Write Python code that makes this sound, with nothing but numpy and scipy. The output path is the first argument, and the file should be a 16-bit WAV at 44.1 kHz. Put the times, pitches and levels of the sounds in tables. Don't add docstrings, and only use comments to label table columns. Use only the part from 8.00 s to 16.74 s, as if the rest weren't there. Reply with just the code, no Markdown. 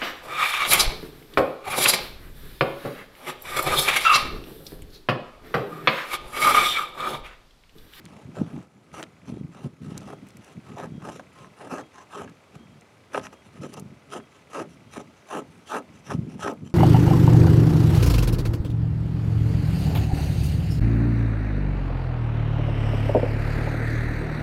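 import sys
import numpy as np
from scipy import signal
from scipy.fft import rfft, irfft
from scipy.io import wavfile
from scipy.ndimage import uniform_filter1d

SR = 44100
rng = np.random.default_rng(int(sys.argv[2]) if len(sys.argv) > 2 else 0)


def makeup_ratio(level_db):
    decades = np.asarray(level_db, float) / 20
    return 10 ** decades


def output_pcm(signal):
    pcm = np.clip(np.atleast_2d(signal).T, -1, 1) * 32767
    wavfile.write(sys.argv[1], SR, np.round(pcm).astype(np.int16))


N = 385434


def rms_one(x):
    return x / np.sqrt(np.mean(x ** 2) + 1e-20)


def evened(x, size):
    return x / np.sqrt(uniform_filter1d(x ** 2, size=size) + 1e-20)


def curve(rows):
    t_s, value = np.transpose(rows)
    return np.interp(np.arange(N) / SR, t_s, value)


def coloured(x, spectrum):
    top_hz = 15850
    hz, db = np.transpose(spectrum)
    f = np.maximum(np.arange(N // 2 + 1) * SR / N, 1)
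    gain = makeup_ratio(np.interp(np.log(f), np.log(hz), db))
    return irfft(rfft(x) * gain * (f < top_hz), N)


def band(x, low_hz, high_hz):
    sos = signal.butter(2, [low_hz, min(high_hz, 13500)], "band", fs=SR, output="sos")
    return signal.sosfilt(sos, x)


def resonance(x, hz, width_hz):
    r = np.exp(-np.pi * width_hz / SR)
    poles = [1, -2 * r * np.cos(2 * np.pi * hz / SR), r * r]
    return signal.lfilter(np.array([1, 0, -1]) * (1 - r * r) / 2, poles, x + 1e-18)


def drift(rate_hz):
    r = np.exp(-40 * np.pi * rate_hz / SR)
    noise = rng.standard_normal(N // 20 + 3002)
    slow = signal.lfilter([1], [1, -2 * r, r * r], noise)[3000:]
    return np.interp(np.arange(N) / 20, np.arange(len(slow)), rms_one(slow))


def add(out, s, piece):
    i = round(s * SR)
    out[i:i + len(piece)] += piece[:N - i]


def pushes(start_s, length_s, db, growth_db, arch_db, rise_db_per_s, fall_db_per_s, rest_db):
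    t = np.arange(0, N + 64, 64) / SR
    since_s = t - start_s[:, None]
    length_s = np.maximum(length_s, .004)[:, None]
    done = np.clip(since_s / length_s, 0, 1)
    hold_db = growth_db * done + arch_db * (1 - (2 * done - 1) ** 2)
    edge_db = rise_db_per_s * np.minimum(since_s, 0) - fall_db_per_s * np.maximum(since_s - length_s, 0)
    power = (makeup_ratio(db[:, None] + hold_db + edge_db) ** 2).sum(axis=0) + makeup_ratio(rest_db) ** 2
    return np.interp(np.arange(N) / SR, t, np.sqrt(power))


def cut(tears_per_s, spread_db, chatter_db):
    # f/Hz, density/dB per Hz
    grain = [(88, -78), (150, -5.5), (398, 1), (475, 0), (854, 0.5), (979, -5.5), (1290, 1), (1450, -8.5),
             (2140, -11), (2700, -11), (4490, -25), (5910, -32.5), (8400, -37), (10800, -37.5),
             (16000, -62)]
    torn = rng.random(N) < tears_per_s / SR
    size = makeup_ratio(spread_db * np.minimum(rng.exponential(1, N), 5))
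    tears = torn * size * rng.choice([-1, 1], N)
    friction = 0.95 * rng.standard_normal(N)
    force = (rms_one(tears) + friction) * makeup_ratio(chatter_db * drift(70.0))
    sound = patches(body(coloured(force, grain), wander_db=2.5), patchy_db=2.8)
    return catches() * sum(gain * part for gain, part in zip(blade_force(), ranges(sound)))


def blade_force():
    # start/s, length/s, force/dB, weight on board/dB, fibre dryness/dB
    strokes = [(0.357, 0.061, -52, 3.5, -4), (0.944, 0.09, -47.5, -5, -2), (1.639, 0.03, -56, -2, -1.5),
               (2.078, 0.061, -51.5, -0.5, -6), (2.771, 0.087, -45, -4.5, -9.5),
               (3.026, 0.079, -48, -4, -10.8), (3.058, 0.14, -58, 0.5, 5), (3.59, 0.1, -52, -3, -6.5),
               (3.708, 0.029, -42, -4, -8), (3.727, 0.085, -44, -3.5, -6), (3.943, 0.092, -56.5, -13, -2),
               (4.125, 0.12, -44.5, -5, -8), (5.148, 0.04, -39, -4.5, -8.5), (5.232, 0.037, -50, -15, 2),
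               (5.622, 0.042, -51, 2.5, -0.5), (5.738, 0.011, -49, -6, -2), (5.768, 0.025, -50.5, -2, -2),
               (6.127, 0.059, -44.5, -2.5, -3.5), (6.536, 0.092, -41, -3, -7),
               (6.946, 0.069, -49, -3, -2.7), (7.312, 0.089, -39, -4, -10),
               (7.711, 0.077, -35.5, -7.5, -10), (8.103, 0.032, -38, -7.5, -8.5),
               (8.427, 0.087, -36.5, -3.5, -9.5)]
    # start/s, length/s, force/dB, fibre dryness/dB
    light = [(0.067, 0.18, -62.5, -3), (0.388, 0.26, -60.5, -5), (1.271, 0.042, -58, 1),
             (1.282, 0.12, -66.5, -0.5), (1.532, 0.1, -58.5, -4), (1.845, 0.25, -59, -1.3),
             (2.274, 0.021, -73, 11), (2.43, 0.11, -63.5, 2), (2.661, 0.083, -57, -5.5),
             (3.349, 0.12, -62, 0.5), (4.552, 0.0066, -55.5, -0.5), (5.139, 0.057, -62.5, 11.5),
             (5.32, 0.027, -57.5, -3), (5.455, 0.021, -63, 3.5), (5.54, 0.058, -63, -1.5),
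             (5.67, 0.083, -78.5, 18.5), (6.116, 0.032, -52.5, 2), (6.323, 0.093, -67.5, 2),
             (6.508, 0.012, -61.3, 3), (6.7, 0.046, -85.5, 24.5), (6.922, 0.038, -68, 16),
             (7.15, 0.078, -78, 11.5), (7.288, 0.12, -57.6, 5), (7.486, 0.15, -80.5, 13),
             (7.677, 0.027, -68, 19.5), (7.944, 0.055, -69.9, 8), (8.063, 0.091, -59, 8),
             (8.292, 0.06, -63.5, 2.5), (8.406, 0.046, -53.5, 7.5), (8.653, 0.051, -65.5, 6)]
    # delay/share of stroke, rise/dB per s, mid-stroke swell/dB, fall/dB per s, level/dB, rest/dB
    answer = [
        (0.5, 400, 1.5, 260, 3, -70),
        (0.24, 500, 4, 420, 5, -69),
        (-0.069, 700, 7, 600, -2.5, -70.5),
        (-0.08, 650, 5.5, 1000, -7.5, -89),
        (-0.091, 900, 2.5, 1294, -6, -76.5),
    ]
    drag_weight_db, drag_scrape_db = -3.5, 2
    scrape_follows = 0.85
    drags = [(s, length, db, drag_weight_db, dryness) for s, length, db, dryness in light]
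    s, length, db, weight, dryness = np.transpose(list(strokes) + drags)
    rub = scrape_follows * dryness + drag_scrape_db * (np.arange(len(s)) >= len(strokes))
    leans = (weight, weight, 0, rub, dryness)
    for (late, rise, arch_db, fall, level_db, rest_db), lean_db in zip(answer, leans):
        start_s, hold_s = s + late * length, (1 - late) * length
        yield pushes(start_s, hold_s, db + level_db + lean_db, 0, arch_db, rise, fall, rest_db)


def catches():
    # t/s, force change/dB
    surges = [(.925, -10), (.966, -3), (1.017, -6), (2.122, -5), (2.155, -4), (2.758, -7), (2.78, 5),
              (2.797, 0), (2.835, 2), (3.036, -1.5), (3.072, -1.5), (3.091, 3), (3.111, -2), (3.183, -9),
              (3.597, 0), (3.61, 4), (3.707, 0), (3.722, 0), (3.741, 4), (3.755, -1), (3.776, -3.5),
              (3.8, 1), (4.118, -4), (4.14, 3), (4.17, 0.5), (4.2, 1), (4.233, -2), (5.605, -6),
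              (5.653, 1.5), (5.679, -4), (5.758, -6), (6.136, 3), (6.174, 0), (6.189, -6), (6.53, -2.5),
              (6.55, 2), (6.57, 2.5), (6.6, 0.5), (6.63, 0), (6.968, 6), (6.989, -7), (7.33, 1.5),
              (7.355, 2), (7.375, 2.5), (7.39, -1), (7.72, 1.5), (7.75, 2.5), (7.77, 4), (8.085, 1),
              (8.111, 0), (8.158, -6), (8.41, 0), (8.43, 2), (8.48, 2.5), (8.507, -3.5), (8.53, 2.5)]
    catch_s = 0.0056
    t = np.arange(0, N + 64, 64) / SR
    s, db = np.transpose(surges)
    change_db = db @ np.exp(-((t - s[:, None]) / catch_s) ** 2)
    return makeup_ratio(np.interp(np.arange(N) / SR, t, change_db))


def body(x, wander_db):
    # f/Hz, width/Hz, boost/dB (negative: a dip)
    modes = [(267, 81, 12), (406.6, 11.9, 14), (513, 81, 5), (625, 5, 6.5), (868, 28, 4.5), (1040, 30, 5.5),
             (1271, 30, 6.5), (1588, 153, 4.5), (2040, 240, -7), (3100, 210, 3), (2740, 220, 6),
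             (4660, 800, -22), (5300, 85, -0.5), (6050, 450, 9), (7220, 710, 5.5), (9220, 330, 7.5),
             (9940, 240, 4)]
    # t/s, share
    seated = [(0, .45), (2.3, .5), (2.7, .9), (5.0, .8), (6.0, 1.0), (8.74, 1.1)]
    ring = np.zeros(N)
    for hz, width_hz, boost_db in modes:
        share = (makeup_ratio(boost_db) - 1) * makeup_ratio(wander_db * drift(10.5))
        ring += share * resonance(x, hz, width_hz)
    return x + curve(seated) * ring


def patches(x, patchy_db):
    frames = signal.stft(x, nperseg=512)[2]
    islands = rng.standard_normal(frames.shape)
    for axis, size in ((0, 5), (0, 5), (1, 8), (1, 8)):
        islands = uniform_filter1d(islands, size=size, axis=axis)
    return signal.istft(frames * makeup_ratio(patchy_db * rms_one(islands)), nperseg=512)[1][:N]


def ranges(x):
    centres = [230, 500, 1150, 2900, 7500]
    pitch = np.log(np.maximum(np.arange(N // 2 + 1) * SR / N, 1))
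    spectrum = rfft(x)
    for share in np.eye(len(centres)):
        weight = np.sin(np.pi / 2 * np.interp(pitch, np.log(centres), share)) ** 2
        yield evened(irfft(spectrum * weight, N), size=2000)


def bursts(rows, octaves, rise_s, click):
    out, t = np.zeros(N), np.arange(4000) / SR
    for s, db, hz, t60 in rows:
        hit = click * (np.arange(len(t)) == round(rise_s * SR))
        decay = makeup_ratio(-60 * t / max(t60, .002)) * np.minimum(t / rise_s, 1)
        noise = rng.standard_normal(len(t)) * decay
        crack = band(hit + noise, hz / 2 ** octaves, hz * 2 ** octaves)
        add(out, s, makeup_ratio(db) * crack / np.abs(crack).max())
    return out


def knocks():
    # t/s, peak/dB, centre f/Hz, t60/s
    hits = [(0.368, -35, 650, 0.097), (0.941, -29.5, 660, 0.037), (2.132, -30, 640, 0.026),
            (2.771, -29.5, 770, 0.074), (2.8, -29.5, 1260, 0.024), (3.088, -28.5, 760, 0.045),
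            (3.195, -30, 750, 0.029), (3.445, -37.5, 1080, 0.023), (4.276, -38, 1400, 0.11),
            (4.556, -44, 600, 0.035), (5.146, -15.5, 880, 0.034), (5.177, -12, 780, 0.026),
            (5.268, -26, 1510, 0.0095), (6.2, -37, 1190, 0.032), (8.393, -33.5, 700, 0.038),
            (6.133, -29.5, 1160, 0.036), (4.127, -36, 1100, .03), (3.605, -39, 1300, .03),
            (7.301, -38, 1100, 0.028), (8.098, -33, 900, .02), (5.13, -43, 1200, .02),
            (3.719, -38, 940, .02), (3.739, -29.5, 1150, .02), (5.2, -36, 1000, 0.035),
            (3.02, -39, 1060, .03)]
    return makeup_ratio(-1.5) * body(bursts(hits, octaves=0.59, rise_s=0.00067, click=8.0), wander_db=-4.0)


def snaps():
    # t/s, peak/dB, centre f/Hz, t60/s
    fibres = [(0.0542, -32, 5600, 0.011), (1.0284, -30, 5630, 0.011), (1.2996, -42, 3200, 0.014),
              (1.6347, -51, 7400, 0.02), (1.9772, -26, 6700, 0.018), (2.0066, -46, 5390, 0.029),
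              (2.269, -50, 9910, 0.02), (2.2872, -40.5, 9100, 0.0068), (2.3044, -46, 4870, 0.02),
              (2.37, -39.5, 7380, 0.012), (2.4457, -41, 6360, 0.0099), (2.5865, -62, 4580, 0.02),
              (3.5882, -45.5, 4150, 0.012), (4.5526, -49, 6860, 0.025), (4.81, -45, 6000, 0.011),
              (5.2135, -44, 4100, 0.014), (5.243, -39, 6280, 0.02), (5.2669, -45, 6080, 0.02),
              (5.336, -48, 7140, 0.02), (5.734, -41, 6500, 0.015), (5.7393, -29, 6400, 0.014),
              (1.86, -50, 4000, .01), (1.905, -48, 3000, .012), (1.945, -49, 3200, .01),
              (2.057, -47, 3500, .012), (2.087, -46, 2700, .012), (2.49, -49, 3200, .012),
              (2.52, -50, 4000, .01), (5.7673, -45, 4160, 0.02), (5.7965, -34, 7800, 0.025),
              (8.6983, -46, 5660, 0.0055), (5.195, -49, 7500, 0.012), (8.536, -45, 8500, 0.0085),
              (3.388, -45, 4000, 0.012), (4.296, -46, 5000, 0.012), (1.017, -46, 9500, 0.01)]
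    # t/s, peak/dB, centre f/Hz, t60/s
    slips = [(1.0275, -22, 1750, 0.012), (1.037, -32, 2300, .012), (0.061, -35.5, 2300, 0.013),
             (1.9785, -38, 2200, .012), (5.154, -22, 1300, .03), (5.195, -36, 1900, .01)]
    return bursts(list(fibres) + list(slips), octaves=0.65, rise_s=0.00031, click=3.0)


def return_whistles(hz, width_hz):
    # t/s, length/s, level/dB
    returns = [
        (3.35, .14, -54),
        (3.94, .11, -51),
    ]
    tone = resonance(resonance(rng.standard_normal(N), hz, width_hz), hz, width_hz)
    shape = np.zeros(N)
    for s, length, db in returns:
        add(shape, s, makeup_ratio(db) * np.hanning(int(length * SR)) ** .25)
    return evened(tone, size=2600) * shape


def wind(lumpy_db, sharp):
    # f/Hz, density/dB per Hz
    wind_colour = [(12, -72), (20, -26.5), (141, 5), (225, 2.5), (416, -13.5), (464, -22), (742, -28),
                   (955, -65), (1270, -75), (1500, -74), (1950, -63), (3300, -120)]
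    # start/s, length/s, level/dB, change over gust/dB
    gusts = [(0.004, 0.2, -47.5, -2), (0.271, 0.02, -46.5, 8), (0.421, 0.013, -25.5, -5.5),
             (0.492, 0.076, -43, 10.5), (0.719, 0.079, -58.5, 6), (0.922, 0.32, -47.5, -16),
             (1.281, 0.17, -40, 3.5), (1.473, 0.12, -46.5, -5), (1.623, 0.03, -45, 16),
             (1.84, 0.22, -36, -7), (2.042, 0.21, -50, 6), (2.365, 0.043, -47, -2), (2.585, 0.014, -40, -9),
             (2.702, 0.031, -41.5, 1.5), (2.817, 0.15, -42, 2.5), (3.028, 0.28, -41, -17),
             (3.413, 0.11, -49, -5), (3.624, 0.21, -53.5, 3.5), (4.192, 0.14, -44.5, -6),
             (4.566, 0.16, -50.5, 0), (5.19, 0.094, -45, -6.5), (5.61, 0.1, -39.2, -9.5),
             (5.772, 0.17, -43, -3), (6.076, 0.13, -56, 7.5), (6.7, .06, -52, 0), (7.9, .08, -50, 0),
             (5.48, .06, -52, 0), (4.75, .06, -54, 0), (6.612, 0.088, -47.5, -1), (6.786, 0.3, -54, 2.5),
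             (7.383, 0.23, -52, -1), (8.128, 0.091, -31, -3), (8.23, 0.26, -36, -7),
             (8.614, 0.083, -36.5, -6)]
    # crest t/s, peak/dB, f/Hz
    thumps = [(0.257, -33, 139), (0.4171, -11, 230), (0.5788, -30, 278), (1.3, -27, 220),
              (1.325, -22.5, 191), (2.72, -33, 200), (2.875, -33, 200), (3.727, -28, 250),
              (3.739, -29, 260), (5.645, -29.5, 260), (6.981, -26.5, 250), (8.249, -32, 170),
              (8.357, -30, 190), (8.625, -31.5, 190), (1.3726, -27, 307), (1.4127, -27, 189),
              (1.6609, -22, 195), (1.849, -32.5, 188), (1.921, -25.5, 203), (2.356, -37.5, 198),
              (2.5783, -31.5, 154), (2.746, -31, 200), (2.9218, -28.5, 170), (2.9804, -29, 183),
              (4.564, -34, 150), (5.6042, -32, 149), (5.8244, -29.5, 172), (8.1504, -15.5, 159),
              (8.192, -15, 146), (8.2337, -25, 174), (8.2957, -39, 199)]
    rumble = coloured(rng.standard_normal(N) * makeup_ratio(0), wind_colour) * makeup_ratio(lumpy_db * drift(26.0))
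    s, length, db, change_db = np.transpose(gusts)
    gain = pushes(s, length, db, change_db[:, None], 0, rise_db_per_s=265, fall_db_per_s=300, rest_db=-69)
    out = gain * evened(rumble, size=3500)
    for s, db, hz in thumps:
        cycles = np.arange(int(3.6 * SR / hz)) * hz / SR - 1.6
        swing = np.exp(-(cycles / 0.74) ** 2) * np.cos(2 * np.pi * cycles)
        crest = sharp * np.exp(-(cycles / 0.53) ** 2) * np.cos(4.4 * np.pi * cycles)
        add(out, s - 1.59 / hz, makeup_ratio(db) * (swing + crest))
    return out


def lens_motor(level_db, first_db):
    # f/Hz, width/Hz, level/dB
    motor = [
        (2080, 260, 0),
        (2300, 300, 0),
        (2500, 240, -6),
    ]
    frame_s, start_s, rebound_s = 1.001 / 60, .0155, .0035
    steps = (np.arange(58)[:, None] * 9 + [0, 2, 4, 6]).ravel()
    at = ((steps * frame_s + start_s) * SR).astype(int)
    strength = makeup_ratio(level_db + first_db * (steps % 9 == 0) + 2 * rng.standard_normal(len(at)))
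    clicks = np.zeros(N)
    clicks[at] = strength
    clicks[at + int(rebound_s * SR)] = .5 * strength
    return sum(makeup_ratio(db) * resonance(resonance(clicks, hz, width_hz), hz, width_hz) for hz, width_hz, db in motor)


def bird(scoop_hz):
    # t/s, length/s, level/dB, f/Hz
    singing = [(1.28, .16, -63, 3275), (2.045, .19, -62.5, 3255), (2.89, .13, -61, 3260),
               (3.805, .09, -59.5, 3270), (4.57, .1, -60, 3245), (4.67, .08, -67, 3235),
               (5.33, .1, -61, 3250), (6.17, .11, -63, 3255), (6.86, .14, -62, 3250),
               (7.64, .08, -62, 3270), (8.53, .06, -64, 3290)]
    out, waver = np.zeros(N), drift(12.0)
    for s, length, db, hz in singing:
        t = np.arange(int(length * SR)) / SR
        phase = 2 * np.pi * np.cumsum(hz - scoop_hz * np.exp(-t / 0.0234)) / SR
        note = np.sin(phase + 1.2 * waver[int(s * SR):][:len(t)])
        add(out, s, makeup_ratio(db) * np.hanning(len(t)) ** 0.2 * note)
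    return out * makeup_ratio(2.0 * drift(30.0))


def open_air(level_db):
    # f/Hz, density/dB per Hz
    air = [(24, -37), (40, -40), (70, 5.5), (406, -3), (449, -1.5), (608, -1.5), (782, -5.5), (1400, -6.5),
           (1840, -12), (2090, -9.5), (2900, -13), (11300, -29), (16500, -43)]
    hush = rms_one(coloured(rng.standard_normal(N), air))
    return makeup_ratio(level_db) * hush * makeup_ratio(0.094 * drift(6.0))


def gain_control():
    # t/s, gain/dB
    gain = [(0, -5), (.6, -3.5), (.68, -12.5), (1.0, -5), (1.3, -7.5), (1.65, -7.5), (1.72, -9.5),
            (2.1, -3.5), (5.1, -4.5), (8.2, -3.5), (8.55, -5), (8.74, -12)]
    return makeup_ratio(curve(gain))


def scene():
    knife = cut(tears_per_s=3000.0, spread_db=3.7, chatter_db=2.5)
    knife += knocks() + snaps() + return_whistles(hz=1048, width_hz=66.0)
    gusts = wind(lumpy_db=4.0, sharp=0.22)
    motor = lens_motor(level_db=-16.5, first_db=3.0)
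    background = (open_air(level_db=-52.5) + bird(scoop_hz=80.0) + motor) * gain_control()
    return (knife + gusts + background)[None]


def roll_off(x):
    return signal.sosfilt(signal.butter(12, 16640, fs=SR, output="sos"), x)


def record(dry):
    overload = .33
    rounded = overload * np.tanh(dry / overload)
    low_cut = signal.butter(3, 62.0, "high", fs=SR, output="sos")
    return roll_off(signal.sosfilt(low_cut, rounded))


dry = scene()
out = record(dry)
output_pcm(out)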